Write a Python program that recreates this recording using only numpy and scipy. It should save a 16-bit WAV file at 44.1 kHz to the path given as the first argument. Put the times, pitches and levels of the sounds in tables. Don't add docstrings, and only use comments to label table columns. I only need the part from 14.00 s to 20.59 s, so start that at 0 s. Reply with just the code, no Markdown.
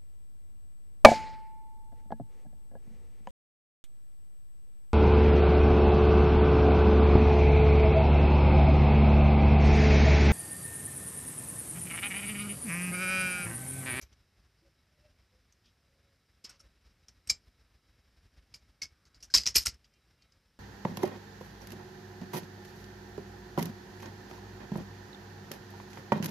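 import sys
import numpy as np
from scipy import signal
from scipy.fft import rfft, irfft, next_fast_len
from scipy.io import wavfile
from scipy.ndimage import uniform_filter1d

SR = 44100
rng = np.random.default_rng(int(sys.argv[2]) if len(sys.argv) > 2 else 0)


def put_to_file(sound):
    columns = np.atleast_2d(sound).T
    safe = np.clip(columns, -1, 1)
    whole_steps = np.round(safe * 32767)
    wavfile.write(sys.argv[1], SR, whole_steps.astype(np.int16))


def convert_level_to_amplitude(level_db):
    exponent = np.asarray(level_db, float) / 20
    return 10 ** exponent


N = 290619


def evened(x):
    return x / np.sqrt(np.mean(x ** 2) + 1e-20)


def read(points, hz):
    f, value = np.transpose(points)
    return np.interp(np.log(hz + 1), np.log(f + 1), value)


def add(mix, s, sound):
    part = mix[max(round(s * SR), 0):][:len(sound)]
    part += sound[:len(part)]


def coloured(x, points):
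    size = next_fast_len(len(x))
    gain = convert_level_to_amplitude(read(points, np.fft.rfftfreq(size, 1 / SR)))
    return irfft(rfft(x, size) * gain, size)[:len(x)]


def seconds(length_s):
    return np.arange(round(length_s * SR)) / SR


# [f/Hz, level/dB per Hz]
HISS = [(2500, -40.5), (4500, -5.5), (6000, -3.5), (9000, -2), (14000, -3)]


def port_hiss():
    return [convert_level_to_amplitude(-84.5) * evened(coloured(z, HISS)) for z in rng.standard_normal((2, N))]


# [t/s, length/s, f/Hz, level/dB]
COOS = [
    (0.601, .12, 550, -90.5),
    (0.838, 0.35, 597, -92.5),
    (1.3, .12, 505, -92),
    (1.779, 0.45, 551, -94),
    (2.35, 0.42, 555, -96),
    (6.2, .39, 540, -99.5),
]


def dove():
    out = np.zeros(N)
    smooth = 1500
    for s, length_s, hz, db in COOS:
        t = seconds(length_s)
        waver = uniform_filter1d(rng.standard_normal((2, SR)), smooth)[:, :len(t)] * np.sqrt(smooth)
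        tone = np.sin(2 * np.pi * hz * t + 0.8 * waver[1])
        add(out, s, convert_level_to_amplitude(db + 17 + 3.2 * waver[0]) * tone * signal.windows.tukey(len(t), .8))
    return out


# [t/s, length/s, partial spacing/Hz, level/dB]
BEEPS = [
    (5.913, 0.082, 346, -76.5),
    (6.167, 0.11, 346, -77),
]


def horn():
    out = np.zeros(N)
    for s, length_s, hz, db in BEEPS:
        t = seconds(length_s)
        tone = sum(np.sin(2 * np.pi * k * hz * t) for k in range(7, 10))
        add(out, s, convert_level_to_amplitude(db) * tone * signal.windows.tukey(len(t), .7))
    return out


# [t/s, puff level/dB]
DRAUGHT = [(0, -59.5), (.45, -65), (.75, -71.5), (1.1, -66.5), (1.5, -70.5), (1.9, -75), (2.3, -76),
           (2.6, -60.5), (2.9, -66.5), (3.3, -67.5), (3.6, -62), (4.2, -62.5), (4.6, -61), (4.82, -66),
           (5.1, -62), (5.5, -63), (6.0, -67.5), (6.3, -68)]
# [t/s, peak level/dB]
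GUSTS = [(.031, -57), (.202, -59), (.387, -57.5), (1.003, -59.5), (1.11, -54.5), (1.206, -56), (1.407, -59),
         (1.666, -62), (1.988, -67), (2.152, -65), (2.653, -58), (2.868, -59.5), (2.914, -56),
         (3.17, -55.5), (3.278, -59), (3.473, -55.5), (3.619, -61), (3.99, -59), (4.257, -55.5),
         (4.384, -54), (4.694, -58), (4.916, -58), (5.167, -58.5), (5.372, -61), (5.674, -59),
         (5.742, -54.5), (6.068, -61), (6.363, -58.5)]


def puffs():
    gap_s, jitter, scatter_db = 0.049, .5, 4.5
    luck = rng.random((160, 2)) - .5
    s = gap_s * (np.arange(len(luck)) + .5 + jitter * luck[:, 0])
    db = np.interp(s, *np.transpose(DRAUGHT)) + scatter_db * luck[:, 1]
    return GUSTS + list(zip(s, db))


AIR_DB = -63.5
# [f/Hz, level/dB per Hz]
AIR = [(20, -41), (36, -21), (52, -8), (110, -14), (250, -22), (600, -28.5), (1000, -31.5), (1700, -28),
       (3000, -32.5), (4300, -34.5), (5300, -28.5), (6300, -41), (8000, -45.5), (14200, -51)]
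PUFF_HZ = (54, 69.95, 92.14)
# [f/Hz, level/dB]
WHINE = [(1308, -87), (2191, -87), (3898, -83.5)]


def fan():
    t = np.arange(N) / SR
    air = convert_level_to_amplitude(AIR_DB - 5.0) * evened(coloured(rng.standard_normal(N), AIR))
    shape = np.hanning(2300)
    puff_t = t[:len(shape)]
    rows = puffs()
    for (s, db), phases in zip(rows, rng.random((len(rows), 3))):
        orders = zip((1., .5, .3), PUFF_HZ, phases)
        tone = sum(w * np.sin(2 * np.pi * (f * puff_t + p)) for w, f, p in orders)
        add(air, s - len(shape) / 2 / SR, convert_level_to_amplitude(db - 3.0) * shape * tone)
    waver_db = 4 * evened(uniform_filter1d(rng.standard_normal(N), 2500)) - 3.5
    whine = sum(convert_level_to_amplitude(db) * np.sin(2 * np.pi * f * t) for f, db in WHINE)
    return air + convert_level_to_amplitude(waver_db) * whine


# [t/s, length/s, centre f/Hz, width/Hz, level/dB]
RUBS = [(.57, .06, 4900, 700, -79), (.95, .18, 2690, 60, -88), (1.63, .08, 3200, 900, -75),
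        (1.63, .08, 5200, 1200, -76), (2.47, .12, 5200, 1600, -72), (2.445, .14, 2000, 2400, -71),
        (2.83, .1, 5200, 1200, -82), (4.55, .06, 5500, 2500, -77), (.12, .025, 3500, 3000, -74),
        (3.4, .05, 5100, 900, -80), (4.85, .4, 1400, 500, -81), (5.045, .05, 5500, 2500, -75),
        (5.84, .025, 3200, 900, -75), (6.21, .03, 4600, 1000, -76)]


def cloth():
    out = np.zeros(N)
    for s, length_s, hz, width_hz, db in RUBS:
        grit = rng.standard_normal(20000)[:round(length_s * SR)]
        edges_hz = [hz - width_hz / 2, hz + width_hz / 2]
        band = signal.sosfilt(signal.butter(2, edges_hz, "band", fs=SR, output="sos"), grit)
        add(out, s, convert_level_to_amplitude(db + 2.4) * evened(band) * signal.windows.tukey(len(band), .6))
    return out


def level_db(x, size):
    return 10 * np.log10(abs(uniform_filter1d(x ** 2, size)) + 1e-12)


def gate(room, near):
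    own_db = level_db(room, 900) - AIR_DB
    own_db = 7 * np.tanh(own_db / 7)
    fall_db = np.arange(N) * 1600.0 / SR
    held_db = np.maximum.accumulate(level_db(near, 500) + fall_db) - fall_db
    open_db = np.clip(0.48 * (held_db + 67), 0, 27)
    smooth_db = signal.lfilter([.003], [1, -.997], open_db)
    bass = signal.sosfiltfilt(signal.butter(2, 130, fs=SR, output="sos"), room)
    moved = bass * convert_level_to_amplitude(0.41 * own_db - 0.47) + (room - bass) * convert_level_to_amplitude(.8 * own_db)
    return moved * convert_level_to_amplitude(smooth_db)


# [f/Hz, t60/s]
WALLS = [(300, 0.076), (2000, .13), (5000, .115), (8000, 0.11), (12000, 0.072)]


def walls(x):
    hz, t, z = signal.stft(rng.standard_normal(SR // 3), SR, nperseg=128)
    decay = convert_level_to_amplitude(-60 * t / read(WALLS, hz)[:, None])
    tail = signal.istft(z * decay, SR, nperseg=128)[1]
    tail[:130] = 0
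    return signal.fftconvolve(x, tail / np.linalg.norm(tail))[:N]


# [t/s, peak/dB, ring f/Hz, thick/dB re peak, thin/dB re peak]
BLOWS = [(3.2978, -17.5, 5000, -20.5, -21), (3.3012, -15, 5290, -25, -23), (3.3061, -23.5, 4700, -26, -14),
         (3.3102, -26, 4858, -21, -17), (4.8194, -33, 5020, -21.5, -27), (4.822, -27.5, 5990, -12, -17),
         (5.3412, -8.5, 4850, -21.5, -22), (5.3455, -10, 5260, -13.5, -20),
         (5.3506, -6.5, 5354, -18.5, -20), (5.3613, -18.5, 5426, -29, -24.5),
         (5.3652, -15.5, 3940, -16, -18.5), (5.3756, -17, 4930, -23, -16.5),
         (5.3821, -15, 4820, -18.5, -24.5), (5.4591, -22.5, 4900, -20.5, -30), (5.466, -16, 5640, -10, -31),
         (5.4738, -15, 5400, -10, -22.5), (5.5561, -13, 5350, -9.5, -14.5),
         (5.5602, -15.5, 4960, -6.5, -3.5), (5.566, -13.5, 5130, -10.5, -7.5), (5.5679, -9, 5100, -20, -20),
         (5.5827, -16.5, 5010, -24.5, -8.5), (5.6608, -19.5, 5570, -12.5, -9),
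         (5.6693, -15.5, 5200, -13, -11.5), (5.6796, -26.5, 4980, -30, -11.5)]
# [t/s, peak/dB, ring f/Hz, thin/dB re peak]
MORE_KNOCKS = [(0.015, -43.5, 5650, -9.5), (0.13, -60, 5870, -21), (1.525, -56.5, 5830, -16),
               (1.6597, -60, 4830, -24), (2.4427, -47.5, 4960, -13), (2.446, -41, 5300, -11),
               (2.5968, -54.5, 5510, -12), (3.2925, -36.5, 5400, -16), (3.3349, -51.5, 5130, -18),
               (4.8555, -45, 5270, -18), (5.0545, -56.5, 4480, -20), (5.4361, -32, 4890, -23.5),
               (5.5452, -37, 6720, -23.5), (5.5505, -29.5, 5150, -10.5), (5.6562, -31, 6850, -11),
               (5.7442, -51.5, 5320, -14), (5.9388, -60.5, 5170, -22), (6.3232, -56.5, 5100, -31)]
# [t/s, length/s, first knock/dB, ring f/Hz, thin/dB re peak]
CLATTERS = [(0.0264, .013, -42, 5920, -17), (2.4497, 0.018, -35, 5160, -30),
            (2.495, 0.017, -43.5, 5520, -8), (2.6037, 0.011, -48, 5340, -11),
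            (3.085, 0.0067, -43.5, 5350, -20), (3.2747, 0.012, -43, 5600, -6.5),
            (4.5427, 0.022, -40, 4970, -15), (4.8293, 0.016, -29, 5110, -25),
            (5.146, 0.03, -53.5, 4920, -29), (5.2062, 0.019, -55, 4920, -16),
            (5.228, 0.03, -40.5, 5720, -14), (5.3033, 0.066, -48.5, 5150, -25),
            (5.357, 0.066, -21.5, 5175, -21), (5.478, 0.032, -25.5, 5080, -21.5),
            (5.5745, 0.064, -24.5, 5060, -9), (5.684, 0.015, -31.5, 5170, -10.5),
            (5.8455, 0.0085, -53.5, 5040, -31), (6.223, 0.0086, -56, 4500, -32)]


def knocks():
    gap_s, gap_growth, gap_jitter = .0038, 1.07, .5
    settle_db, scatter_db, pitch_spread = -14.5, 3.5, .09
    thick_start_db, thick_settle_db = -10, -9.5
    rows = list(BLOWS)
    rows += [(s, db, hz, thick_start_db, thin_db) for s, db, hz, thin_db in MORE_KNOCKS]
    lucks = rng.random((len(CLATTERS), 4, 12)) - .5
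    for (start, length_s, db, hz, thin_db), luck in zip(CLATTERS, lucks):
        gaps = gap_s * gap_growth ** np.arange(luck.shape[1]) * (1 + gap_jitter * luck[0])
        late = np.cumsum(gaps) - gaps[0]
        u = late / length_s
        peak_db = db + settle_db * u + scatter_db * luck[1] * (u > 0)
        ring_hz = hz * (1 + pitch_spread * luck[2])
        tilt_db = 2 * scatter_db * luck[3]
        thick_db = thick_start_db + thick_settle_db * u + tilt_db
        bounces = np.transpose([start + late, peak_db, ring_hz, thick_db, thin_db - tilt_db])
        rows += list(bounces[u <= 1])
    return rows


def ring(hz, t60, phase, rise, size=1400):
    t = np.arange(size) / SR
    return (1 - np.exp(-t / rise)) * convert_level_to_amplitude(-60 * t / t60) * np.sin(2 * np.pi * (hz * t + phase))


# [f/Hz, level/dB per Hz]
SNAP = [(88, -46.5), (150, -21), (755, -29.5), (1040, -23), (2110, -20), (3530, -10.5), (5260, 3),
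        (7400, -7), (10200, -27), (12400, -18), (14100, -46.5)]


def snap():
    log_gain = np.log(convert_level_to_amplitude(read(SNAP, abs(np.fft.fftfreq(4096, 1 / SR)))))
    pulse = np.fft.ifft(np.exp(np.conj(signal.hilbert(log_gain)))).real[:1024]
    return pulse / abs(pulse).max()


# [lowest f/Hz, highest f/Hz, t60/s]
THICK = (1900, 3400, 0.0093)
# [lowest f/Hz, highest f/Hz, t60/s]
THIN = (6500, 12800, .014)


def knock_body(hz, thick_db, thin_db, luck):
    body = 2.3 * ring(hz, 0.013, luck[0, 0], 0.002)
    for a, b in luck[:2, 1:4].T:
        body += 0.51 * ring(hz * (.82 + .36 * a), 0.016, b, 0.0011)
    sets = ((luck[:2, 4:9], THICK, thick_db), (luck[:2, 9:], THIN, thin_db - 2))
    for picks, (lo_hz, hi_hz, t60), share_db in sets:
        for a, b in picks.T:
            mode_hz = lo_hz * (hi_hz / lo_hz) ** a
            body += convert_level_to_amplitude(share_db - 13 * b) * ring(mode_hz, t60 * (0.9 + b), a + b, 0.00051)
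    return body


# [t/s, f/Hz, level/dB, t60/s]
RINGS = [(.018, 2337, -63, 0.1), (.018, 11300, -59, 0.04), (.018, 12200, -65, 0.12),
         (2.443, 368, -52.5, 0.023), (2.446, 220, -56, 0.036), (2.496, 1480, -58.5, 0.035),
         (2.496, 12500, -76, 0.044), (2.496, 8300, -53, 0.02), (2.6, 1340, -62, 0.031),
         (3.084, 2350, -67, 0.04), (3.273, 8260, -47, 0.022), (3.299, 2340, -24, 0.019),
         (3.3002, 5060, -18, .009), (3.301, 4650, -24, 0.019), (3.301, 7480, -25, 0.025),
         (3.298, 6530, -21, .015), (4.543, 2310, -46, 0.015), (4.82, 302, -64, 0.038),
         (.62, 333, -74, 0.25), (3.3, 11250, -47.5, 0.062), (4.818, 2197, -35.5, 0.029),
         (4.851, 2220, -54, 0.05), (4.819, 4520, -34.5, .02),
         (5.3, 1573, -56.5, .05), (5.342, 1050, -35.5, 0.0303), (5.339, 1800, -32, 0.019),
           (5.348, 12430, -38.5, .025), (5.373, 2600, -33.5, 0.02), (5.557, 11990, -28.5, 0.09),
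           (5.575, 11840, -32.5, 0.07), (5.557, 6600, -38, 0.078), (5.557, 8300, -23, 0.027),
           (5.558, 2430, -30.5, 0.056), (5.558, 385, -32, 0.019), (5.558, 850, -40, 0.01974),
           (6.1, 17000, -44.5, 0.035), (5.658, 8270, -26, 0.02), (5.659, 1383, -38, 0.042)]


def bangles():
    rows = knocks()
    out, clicks = np.zeros(N), np.zeros((2, N))
    for (s, db, hz, thick_db, thin_db), luck in zip(rows, rng.random((len(rows), 4, 24))):
        add(out, s - .0012, convert_level_to_amplitude(db) * knock_body(hz, thick_db, thin_db, luck))
        lag_s = 0.017 * luck[2] ** 1.6 - .002
        size = convert_level_to_amplitude(0.95 * db - 3.0 - 1000 * abs(lag_s)) * (2 * luck[3] - 1)
        at = np.round((s + lag_s) * SR).astype(int)
        np.add.at(clicks, (slice(None), at), size * convert_level_to_amplitude([[0], [0.19 * thick_db + 9]]))
    for s, hz, db, t60 in RINGS:
        add(out, s, convert_level_to_amplitude(db + 7) * ring(hz, t60, 0, 0.0015, size=6000))
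    click = snap()
    dull = signal.sosfilt(signal.butter(2, 3000, fs=SR, output="sos"), click)
    return out + signal.oaconvolve(clicks, [click - dull, dull], axes=1)[:, :N].sum(0)


# [f/Hz, side re mid/dB]
SIDE_DB = [(60, -71.5), (1000, -61.5), (3300, -64), (4500, -34.5), (8000, -9.5), (10500, -10),
           (12500, -27.5)]


def scene():
    dry = bangles()
    near = dry + convert_level_to_amplitude(-12) * walls(dry)
    room = fan() + dove() + horn() + cloth()
    mid = near + gate(room, near)
    side = convert_level_to_amplitude(-3.5) * coloured(np.roll(mid, 40), SIDE_DB)
    return np.array([mid + side, mid - side]) + port_hiss()


def band_limit(x):
    return signal.sosfilt(signal.butter(12, 14280, fs=SR, output="sos"), x)


def record(dry):
    dry = signal.sosfilt(signal.butter(4, 38.5, "high", fs=SR, output="sos"), dry)
    limited = signal.oaconvolve(dry, signal.firwin(101, 14700, fs=SR)[None], "same")
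    return band_limit(limited)


dry = scene()
out = record(dry)
put_to_file(out)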